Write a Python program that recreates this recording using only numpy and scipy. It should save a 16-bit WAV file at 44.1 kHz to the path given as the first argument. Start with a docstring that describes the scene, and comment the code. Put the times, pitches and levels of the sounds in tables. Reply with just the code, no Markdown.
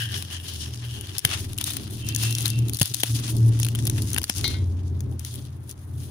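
"""Close to a phone with two microphones, hands break a crisp fried wafer over a steel plate heaped with more.
From the start a distant engine booms in the low kitchen modes: wavering overtones over filtered noise.
Fingers and shards rasp on the blistered crust (jerky noise and pops); brittle cells crack in short bursts.
From 1.25 s pieces snap with damped swings; near 2 s a thin ring joins the rasp (noise in resonances);
past 4.4 s a shard hits and bounces on the plate, ringing its damped modes."""
import sys
import numpy as np
from scipy import signal
from scipy.fft import rfft, irfft
from scipy.io import wavfile
from scipy.ndimage import uniform_filter1d

SR = 44100
rng = np.random.default_rng(int(sys.argv[2]) if len(sys.argv) > 2 else 0)


def amplitude_ratio(level_db):
    """Convert a level in decibels to the matching linear amplitude (field) ratio."""
    exponent = np.asarray(level_db, float) / 20
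    return 10 ** exponent


def generate_wav(sig):
    """Save sig (samples, or channels by samples) to the path in sys.argv[1] as 16-bit PCM at SR."""
    pcm = np.round(np.clip(np.atleast_2d(sig).T, -1, 1) * 32767).astype(np.int16)
    wavfile.write(sys.argv[1], SR, pcm)


N = 269186
TIME_S = np.arange(N) / SR

# distant engine: start_s, firing_hz, load_db
ENGINE = [(0, 23, -54), (.13, 22.7, -45.5), (.36, 21.7, -53), (.6, 20.5, -47.5), (1.1, 18.7, -49.5),
          (1.45, 18.1, -44), (1.7, 18.2, -47), (2.1, 18.9, -41), (2.42, 19, -45.5), (2.6, 19.3, -37),
          (2.75, 19.3, -44.5), (3.14, 19.4, -38.5), (3.25, 19.6, -44.5), (3.42, 19.3, -34.5),
          (3.7, 19.1, -41), (4.0, 18.8, -35.5), (4.2, 18.4, -41.5), (4.45, 18.3, -39.5),
          (5.03, 17.4, -41.5), (5.16, 17.3, -46.5), (5.75, 17.4, -52.5), (5.98, 17.6, -45.5),
          (6.1, 17.6, -50.5)]
# room modes that lift the booms: mode_hz, width_hz, level_db
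KITCHEN_MODES = [(83.3, 2.6, 2.3), (85.6, 12.6, 12.25), (88.06, 9.9, 11.6), (117.53, 11.45, 16.93),
                 (140.1, 13.5, 4.6), (206, 17.3, 0.56), (303.1, 46.5, 4.37)]
# balance of higher booms against the lowest as the engine moves: start_s, tilt_db
UPPER_BOOMS = [(0, 0.5), (1.1, -2.5), (1.5, 1), (2.5, 4.5), (4.0, 2.5), (4.4, -2), (5, 0.5), (6.1, 2.5)]
# spectrum of the low rumble: freq_hz, level_db (per Hz)
RUMBLE_COLOUR = [(20, -26), (32, 11), (56, -19), (72, 6), (135, 11.5), (175, -6), (212, 4), (308, 0),
                 (400, 0.5), (460, -13), (1000, -22.5), (1600, -45.5)]
# spectrum of the hiss: freq_hz, level_db (per Hz)
HISS_COLOUR = [(290, -27), (500, -7), (980, -8), (1520, -12), (4050, -27.5), (15100, -81), (16500, -18)]
# brief drops of background and, in part, rasp round the loudest cracks: start_s, end_s, level_db
DIPS = [(1.184, 1.222, -13), (2.763, 2.805, -11.5), (2.837, 2.889, -18), (2.924, 3.078, -13),
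        (4.228, 4.338, -12)]
# strokes of skin and shards along the crust: peak_s, relative_level_db, rise_s, fall_s
STROKES = [(0, -37.5, 0.035, 0.33), (0.149, -29.5, 0.034, 0.061), (0.323, -34, 0.026, 0.071),
           (.49, -31.5, 0.058, 0.062), (.645, -33, 0.18, 0.06), (0.738, -32, 0.017, 0.022),
           (.93, -41.5, 0.32, 0.14), (1.17, -35.5, 0.3, 0.016), (1.327, -24.5, 0.092, 0.13),
           (1.61, -30.5, 0.048, 0.086), (1.681, -26.5, 0.046, 0.15), (1.78, -39, 0.21, 1),
           (2.088, -37, 0.046, 0.13), (2.23, -28.5, 0.11, 0.13), (2.47, -27.5, 0.098, 0.087),
           (2.82, -30, 0.063, 0.25), (3.05, -28, 0.33, 0.33), (3.291, -26.5, 0.078, 0.038),
           (3.62, -39, 0.62, 0.38), (3.76, -38, 0.044, 0.21), (3.88, -38.5, 0.08, 0.36),
           (3.98, -31.5, 0.039, 0.06), (4.14, -32.5, 0.17, 0.069), (4.36, -29, 0.26, 0.12),
           (4.471, -36, 0.43, 0.14), (5.198, -40, 0.0089, 0.025), (5.259, -38.5, 0.064, 0.22),
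           (5.47, -41.5, 0.042, 0.012), (5.7, -34, 0.013, 0.026), (5.8, -47, 0.11, 0.1),
           (6.001, -42, 0.069, 0.8)]
# stirring by fingers at rest on the crust: start_s, relative_level_db
GRIP = [(0, -41.5), (4.5, -77), (4.65, -56.5), (6.1, -58.5)]
# tone of the piece in hand: start_s, treble_share_db, lean (from the lower to the upper middle part)
PIECE = [(0, -4.5, -0.3), (1.2, -5, 0.22), (2.0, -3.5, -0.21), (2.3, -4, 0.089), (3.0, -3, 0.031),
         (3.9, -5.5, 0.71), (4.3, -3, 0.98), (4.5, -6.5, 0.4), (6.1, -0.5, -0.16)]
# rings of the whole wafer under the fingers: ring_hz, width_hz, relative_level_db
WHOLE_WAFER = [(1710, 300, -15), (3050, 450, -5), (5400, 500, -10)]
# crust as the microphones colour it: freq_hz, level_db (per Hz)
CRUST = [(290, -8), (500, -10.5), (1130, -10), (1610, -7.5), (2290, -6.5), (2650, 0), (3500, 7), (3930, 5),
         (6470, 7), (7710, 0.5), (10000, 11), (13200, -2), (15100, 4), (15800, -8), (16500, -40)]
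# edges of the four parts of the crust spectrum: edge_hz
EDGES_HZ = [600, 2500, 4400, 8000, SR]
# cracks, each with its own low part and ring pitch: start_s, relative_level_db, low_part_db, ring_hz
CRACKS = [(0.018, -26.5, -27, 4800), (0.1404, -28, -5, 3200), (0.2235, -20.5, -3.5, 3950),
          (0.988, -29, -20.0, 2740), (1.0095, -19.5, -14, 2950), (1.181, -11, -16, 5200),
          (1.191, -13, -14.0, 5430), (1.2481, -14.5, 3.5, 4260), (1.2489, 1, -6, 3044),
          (1.25, -6.5, -8.5, 3530), (1.5312, -22.5, -10, 3360), (1.5776, -17, -14, 7300),
          (1.5835, -14, -32.0, 2930), (1.611, -11.5, -12, 2960), (1.64, -11, -25.0, 3700),
          (1.702, -19.5, -21.0, 3400.0), (1.7669, -12.5, -14, 3950), (2.087, -15, -31.0, 6100.0),
          (2.147, -12.5, -34, 6300), (2.161, -6.5, -29, 6400), (2.2253, -20, -20, 2780),
          (2.234, -13.5, -11, 4900), (2.3072, -17.5, -29.0, 6700.0), (2.325, -15, -29.0, 4080),
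          (2.35, -11.5, -35, 6540), (2.383, -13, -21.0, 4120), (2.406, -15, -20, 6400.0),
          (2.4173, -19.0, -33.0, 6500.0), (2.4263, -15.5, -30, 6700.0), (2.456, -9, -35, 4100),
          (2.464, -16, -33, 4250), (2.479, -10.5, -44, 6460), (2.5012, -11, -32.0, 6160),
          (2.588, -23, -26, 6600.0), (2.683, -19, -19.0, 3760), (2.6947, -17, -9, 6400),
          (2.733, -19, -20, 4300), (2.745, -16, -30.0, 4400.0), (2.7693, -17, -22, 5100),
          (2.787, -19.5, -21, 3700.0), (2.7968, -12.5, -36.0, 3600.0), (2.8138, 0, -1.5, 4800.0),
          (2.818, -5, -10.0, 5600.0), (2.828, -10, -32.0, 4540), (2.8561, -11, -24, 4870),
          (2.938, -13, -28, 5070), (2.943, -7, -22, 4500), (2.999, -21, -14, 3380),
          (3.003, -16.5, -27.0, 3440), (3.0333, 0.5, -5, 3470), (3.0366, -20, -17, 4000.0),
          (3.366, -21.5, -30.0, 4740), (3.59, -23, -25, 2870), (3.5988, -19.0, -12, 6460),
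          (3.63, -10.5, -14, 6200), (3.647, -12.5, -18, 2800.0), (3.652, -23, -15, 4600),
          (3.665, -19, -6, 4500), (3.685, -13, -12.5, 2820), (3.7493, -19, -5, 3180),
          (3.755, -20, -19, 3250), (3.7882, -20, -7.5, 3300.0), (3.852, -19, -22, 6140),
          (3.8686, -12.5, -27.0, 4640), (3.874, -14, -14, 3300), (3.8966, -12.5, -15, 6070),
          (4.0193, -17.5, -25, 4630), (4.1025, -19, -22, 4230), (4.131, -15, -32, 6240),
          (4.1439, -12.0, -11.5, 3200), (4.1623, -24, 8.5, 4500.0), (4.1771, -16.5, -8.0, 3660),
          (4.1812, -11.5, -5, 3030), (4.215, -23, -5, 4740), (4.2306, -19, -23, 5600.0),
          (4.2401, -10, -11, 4600), (4.295, -11, -16, 5500.0), (4.2966, -8.5, -2.5, 5740),
          (4.381, -15, -32.0, 6400), (4.41, -17, -28.0, 5000.0), (4.4425, -18, -2, 4200),
          (4.4777, -16, -28.0, 4040), (5.005, -22.5, -11, 6140), (5.1933, -23.5, -21.0, 6100),
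          (5.2478, -20, -13.5, 6240), (5.3563, -22.5, -26, 3200.0), (5.693, -25.5, -40, 6750),
          (5.711, -24.5, -30, 6000)]
# pieces giving way and pushing air: start_s, peak_db, swing_hz, t60_s
THUMPS = [(1.2493, -18, 105, .065), (2.8135, -8, 96, .075), (2.158, -36, 1700, .04),
          (3.0345, -18, 230, .018), (4.1615, -32, 800, .03), (4.178, -25, 1560, .03),
          (4.298, -21, 170, .025), (4.453, -33, 800, .03)]
# thin ring under the rasp: ring_hz, width_hz, relative_level_db
SINGING = [(2715, 30, 5), (3065, 50, 2)]
# level of the thin ring: start_s, level_db
SINGING_LEVEL = [(1.97, -57), (2.04, -38), (2.063, -40.5), (2.1, -34.5), (2.17, -44.5), (2.26, -33.5),
                 (2.3, -36.5), (2.43, -48), (2.6, -45), (2.7, -59)]
# modes of the steel plate: mode_hz, relative_level_db, t60_s
PLATE = [(1513, -17, .12), (1949, -21, .3), (2143, -8, .2), (2358, -18, .25), (2955, -6, .08),
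         (3252, -14, .33), (3634, -8, .28), (3962, -1, .28), (4226, -2, .24), (4320, 4, .05),
         (4393, -3, .09), (4678, -13, .28), (4888, -8, .17), (5087, -9, .1), (5486, -15, .22),
         (5895, -8, .2), (5975, -12, .15), (6331, -16, .25)]
# blows on the plate: start_s, relative_level_db, brightness_db_per_octave
PLATE_HITS = [(4.443, -23, -2), (4.478, -34.5, 1), (4.542, -36.5, -8.5)]


def curve(table):
    """Interpolates the value columns of a (s, value, ..) table at every sample."""
    s, *columns = np.transpose(table)
    return [np.interp(TIME_S, s, c) for c in columns]


def colour(x, points, lo_hz=1., hi_hz=1e6, size=1024):
    """Minimum-phase filter with the given spectrum between soft edges; white noise keeps its power."""
    hz = np.maximum(np.fft.rfftfreq(size, 1 / SR), 1)
    point_hz, point_db = np.transpose(points)
    gain = amplitude_ratio(np.interp(np.log(hz), np.log(point_hz), point_db))
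    gain = gain / np.sqrt((1 + (lo_hz / hz) ** 6) * (1 + (hz / hi_hz) ** 8)) + 1e-6
    # folding the cepstrum makes the response causal
    cepstrum = irfft(np.log(gain))
    cepstrum = np.r_[cepstrum[0], 2 * cepstrum[1:size // 2], np.zeros(size // 2)]
    response = irfft(np.exp(rfft(cepstrum)))
    response = response / np.sqrt(np.sum(response ** 2))
    response = np.reshape(response, (1,) * (np.ndim(x) - 1) + (-1,))
    return signal.oaconvolve(x, response, axes=-1)[..., :N]


def band(x, hz, width_hz):
    """Steep resonance; white noise keeps its power."""
    edges_hz = hz * (1 + width_hz / hz / 2) ** np.array([-1, 1])
    sos = signal.butter(2, edges_hz, "bandpass", fs=SR, output="sos")
    return np.sqrt(SR / 2 / width_hz) * signal.sosfilt(sos, x)


def walk(rate_hz):
    """Random levels held 1 / rate_hz and slewed twice; spread near 1."""
    hold = int(SR / rate_hz)
    steps = np.repeat(rng.standard_normal(N // hold + 1), hold)
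    return 1.3 * uniform_filter1d(uniform_filter1d(steps, hold), hold)[:N]


def ring(x, hz, t60_s):
    """One damped mode as a complex one-pole resonator."""
    pole = np.exp(2j * np.pi * hz / SR - np.log(1000) / (t60_s * SR))
    return signal.lfilter([1], [1, -pole], x).imag


def ports(noise, alike):
    """Two microphones from three noises: a shared part that reaches the left first, and parts of their own."""
    lag_samples = 8
    shared = np.array([noise[0], np.roll(noise[0], lag_samples)])
    return np.sqrt(alike) * shared + np.sqrt(1 - alike) * noise[1:]


def shares(low_db, treble_db, lean):
    """Gains of four spectrum parts; the two middle ones split the power that the treble leaves."""
    treble = np.clip(amplitude_ratio(treble_db), 0, .97)
    middle = np.sqrt(1 - treble ** 2)
    angle_rad = np.pi / 4 * (1 + np.tanh(lean))
    return np.array([amplitude_ratio(low_db), middle * np.cos(angle_rad), middle * np.sin(angle_rad), treble])


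def crust(parts):
    """The crust colours each part of its excitation within that part's band."""
    return sum(colour(x, CRUST, lo, hi) for x, lo, hi in zip(parts, EDGES_HZ, EDGES_HZ[1:]))


def dips():
    """Brief drops in level, in dB: 4 ms down, 34 ms back."""
    return sum(db * np.interp(TIME_S, [start - .004, start, end, end + .034], [0, 1, 1, 0])
               for start, end, db in DIPS)


def boom(hz, db):
    """One engine overtone, lifted near room modes: nearly a tone, wavering in size and phase."""
    between_modes_db, upper_from_hz, waver_db = -7, 100.4, 2.8
    blur_rad_per_100_hz = 0.69  # uneven firing smears the higher overtones more
    lift = amplitude_ratio(between_modes_db) ** 2
    for mode_hz, width_hz, top_db in KITCHEN_MODES:
        lift = lift + amplitude_ratio(top_db) ** 2 / (1 + (2 * (hz - mode_hz) / width_hz) ** 2) ** 2
    tilt_db = curve(UPPER_BOOMS)[0] * np.clip((hz - upper_from_hz) / 5, -1, 1)
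    size = amplitude_ratio(db + waver_db * walk(12) + tilt_db)
    blur_rad = blur_rad_per_100_hz * hz / 100 * walk(10)
    turns = np.cumsum(hz) / SR + rng.random()
    return np.sqrt(2 * lift) * size * np.sin(2 * np.pi * turns + blur_rad)


def kitchen():
    """Engine booms and rumble, nearly alike at both microphones, over faint independent hiss."""
    overtones, overtone_db_per_octave = range(4, 18), -7
    rumble_over_load_db, rumble_waver_db, rumble_slew_s = 2.5, 2.8, 0.33
    left_over_right_db, side_db, hiss_db = 1.1, -6.5, -57
    firing_hz, load_db = curve(ENGINE)
    rumble_db = uniform_filter1d(load_db, int(rumble_slew_s * SR)) + rumble_over_load_db
    rumble = colour(rng.standard_normal((2, N)), RUMBLE_COLOUR, size=8192)
    mid, side = rumble * amplitude_ratio(rumble_db + rumble_waver_db * walk(25))
    booms = sum(boom(k * firing_hz, load_db + overtone_db_per_octave * np.log2(k / overtones[0]))
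                for k in overtones)
    balance = amplitude_ratio(np.array([[left_over_right_db], [-left_over_right_db]]) / 2)
    low = balance * (mid + booms) + amplitude_ratio(side_db) * np.array([side, -side])
    hiss = amplitude_ratio(hiss_db) * colour(rng.standard_normal((2, N)), HISS_COLOUR)
    return (low + hiss) * amplitude_ratio(dips())


def strokes():
    """Level, treble share and lean of the rasp: strokes swell and fade over the resting grip."""
    edge_db = -15  # one rise before and one fall after the peak
    brighter_per_db, middling_db = -0.04, -41.5
    power = amplitude_ratio(curve(GRIP)[0]) ** 2
    for s, peak_db, rise_s, fall_s in STROKES:
        before = (s - TIME_S) / max(rise_s, .005)
        after = (TIME_S - s) / max(fall_s, .005)
        away = np.where(TIME_S < s, before, after)
        power = power + amplitude_ratio(peak_db + edge_db * away) ** 2
    db = 10 * np.log10(power)
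    treble_db, lean = curve(PIECE)
    return db, treble_db + brighter_per_db * (db - middling_db), lean


def pop_grains():
    """Small cells pop at random; each pop favours its own part of the spectrum."""
    pops_per_s, pop_db, scatter_db, top_db, decay_ms, part_db = 190, -1, 4.5, 10, .6, 5
    extra_db = np.minimum(scatter_db * rng.exponential(size=N), top_db)
    pops = (rng.random(N) < pops_per_s / SR) * amplitude_ratio(pop_db + extra_db)
    pops = pops * amplitude_ratio(part_db * rng.uniform(-3.23, 1, (5, N)))
    shape = np.exp(-np.abs(np.arange(-128, 129)) * 1000 / (decay_ms * SR))
    return signal.oaconvolve(pops, shape[None], "same", axes=-1)


def rasp():
    """Skin slides on the crust in uneven jerks; the wafer rings under the fingers until it breaks."""
    patchy_db, left_over_right_db, low_db, trim_db = 3.0, 4.5, -18, -7.0
    dip_share, first_break_s = 0.22, 1.25
    db, treble_db, lean = strokes()
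    level = amplitude_ratio(db + trim_db + dip_share * dips())
    drive = level * (amplitude_ratio(patchy_db * walk(60)) + pop_grains())
    sides = amplitude_ratio(np.array([[left_over_right_db], [-left_over_right_db]]) / 2)
    # a duller rasp reaches further down
    gains = shares(low_db - 2.47 * treble_db, treble_db, 0.041 * walk(23) + lean)
    # each part flickers a little on its own
    gains = gains * amplitude_ratio([2.67 * walk(40) for _ in range(4)])
    whole = TIME_S < first_break_s
    rubbed = sides * ports(rng.standard_normal((3, N)) * drive[4] * whole, 0.1)
    wafer = sum(amplitude_ratio(top_db + 4.2 * walk(6.93)) * band(rubbed, hz, width_hz)
                for hz, width_hz, top_db in WHOLE_WAFER)
    parts = [sides * ports(rng.standard_normal((3, N)) * d * gain, 0.037)
             for d, gain in zip(drive, gains)]
    return wafer + crust(parts)


def cracks():
    """Brittle cells burst for about a millisecond, ring the crust they split and tail off in the heap."""
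    burst_ms, rise_ms, length_scatter = 1.9, 1.1, 0.26
    tail_db, tail_ms = -22, 6.7
    trim_db, left_over_right_db, side_scatter_db = 6.5, 9.0, 5.5  # hands nearer the left microphone
    treble_base_db, treble_scatter_db = -1, 1
    ring_db, ring_q, broad_db = -7.5, 6, -1.5
    size = 1024
    t_ms = np.arange(size) / SR * 1000
    parts = np.zeros((5, 2, N + size))  # four crust parts, then the ring
    noise = rng.standard_normal((len(CRACKS), 5, 3, size))
    chance = rng.standard_normal((len(CRACKS), 3))
    for (s, db, low_db, hz), burst, (place, bright, long) in zip(CRACKS, noise, chance):
        stretch = np.exp(length_scatter * long)  # a longer crack spreads the same energy
        body = np.exp(-(t_ms / burst_ms / stretch) ** 2) / np.sqrt(stretch)
        tail = amplitude_ratio(tail_db) * np.exp(-t_ms / tail_ms)
        shape = (1 - np.exp(-(t_ms / rise_ms) ** 2)) * (body + tail)
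        right_drop_db = left_over_right_db + side_scatter_db * place
        sides = amplitude_ratio(db + trim_db - np.array([[0], [right_drop_db]]))
        treble_db = treble_base_db + treble_scatter_db * bright
        gains = shares(low_db, treble_db, 0.39 * np.log2(hz / EDGES_HZ[2]))
        gains = np.r_[gains * amplitude_ratio([0, broad_db, broad_db, 0]), amplitude_ratio(ring_db)]
        # tanh: no single cell stands far out of the burst
        cells = [gain * sides * ports(np.tanh(c) * shape, 0.44) for gain, c in zip(gains, burst)]
        i = int(s * SR)
        parts[:4, :, i:i + size] += cells[:4]
        parts[4, :, i:i + size] += band(cells[4], hz, hz / ring_q)
    return crust(parts[:4, :, :N]) + parts[4, :, :N]


def thumps():
    """A snapping piece pushes air in a damped swing whose first cycle is quicker."""
    out, settle_turns = np.zeros(N), .5
    for s, peak_db, hz, t60_s in THUMPS:
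        since_s = np.maximum(TIME_S - s, 0)
        turns = hz * since_s
        early_turns = settle_turns * (1 - np.exp(-turns / settle_turns))
        out += amplitude_ratio(peak_db - 60 * since_s / t60_s) * np.sin(2 * np.pi * (turns + early_turns))
    return out


def singing():
    """Narrow resonances kept alive, off and on, by rubbing noise."""
    broken_db = 2.5
    noise = rng.standard_normal((2, N))
    lines = np.zeros((2, N))
    for hz, width_hz, db in SINGING:
        line = np.sqrt(width_hz) * ring(noise, hz, np.log(1000) / (np.pi * width_hz))
        lines += amplitude_ratio(db + broken_db * walk(24.47)) * line
    heard = (TIME_S > SINGING_LEVEL[0][0]) & (TIME_S < SINGING_LEVEL[-1][0])
    return heard * amplitude_ratio(curve(SINGING_LEVEL)[0]) * lines / lines.std()


def plate():
    """A shard hits the steel and bounces; each microphone hears the damped modes in another phase."""
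    chatter_db = 2.0  # loose wafers make the ring flutter
    out = np.zeros((2, N))
    for hz, db, t60_s in PLATE:
        blows = np.zeros(N)
        for s, hit_db, tilt_db in PLATE_HITS:
            blows[int(s * SR)] = amplitude_ratio(hit_db + tilt_db * np.log2(hz / 3000))
        mode = amplitude_ratio(db + chatter_db * walk(45)) * ring(blows, hz, t60_s)
        out += [1.5 * mode, .6 * np.roll(mode, rng.integers(24))]
    return out


def scene():
    """Everything as it reaches the two microphones."""
    return kitchen() + rasp() + cracks() + thumps() + singing() + plate()


def band_limit(x):
    """A steep low-pass at the top of the band."""
    return signal.sosfilt(signal.butter(12, 16800, fs=SR, output="sos"), x)


def record(dry):
    """The phone rounds the peaks and cuts the top."""
    rounded = .55 * np.tanh(dry / .55)
    top_cut = signal.ellip(8, .2, 60, 15900, fs=SR, output="sos")
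    mix = signal.sosfilt(top_cut, rounded)
    return band_limit(mix)


dry = scene()
out = record(dry)
generate_wav(out)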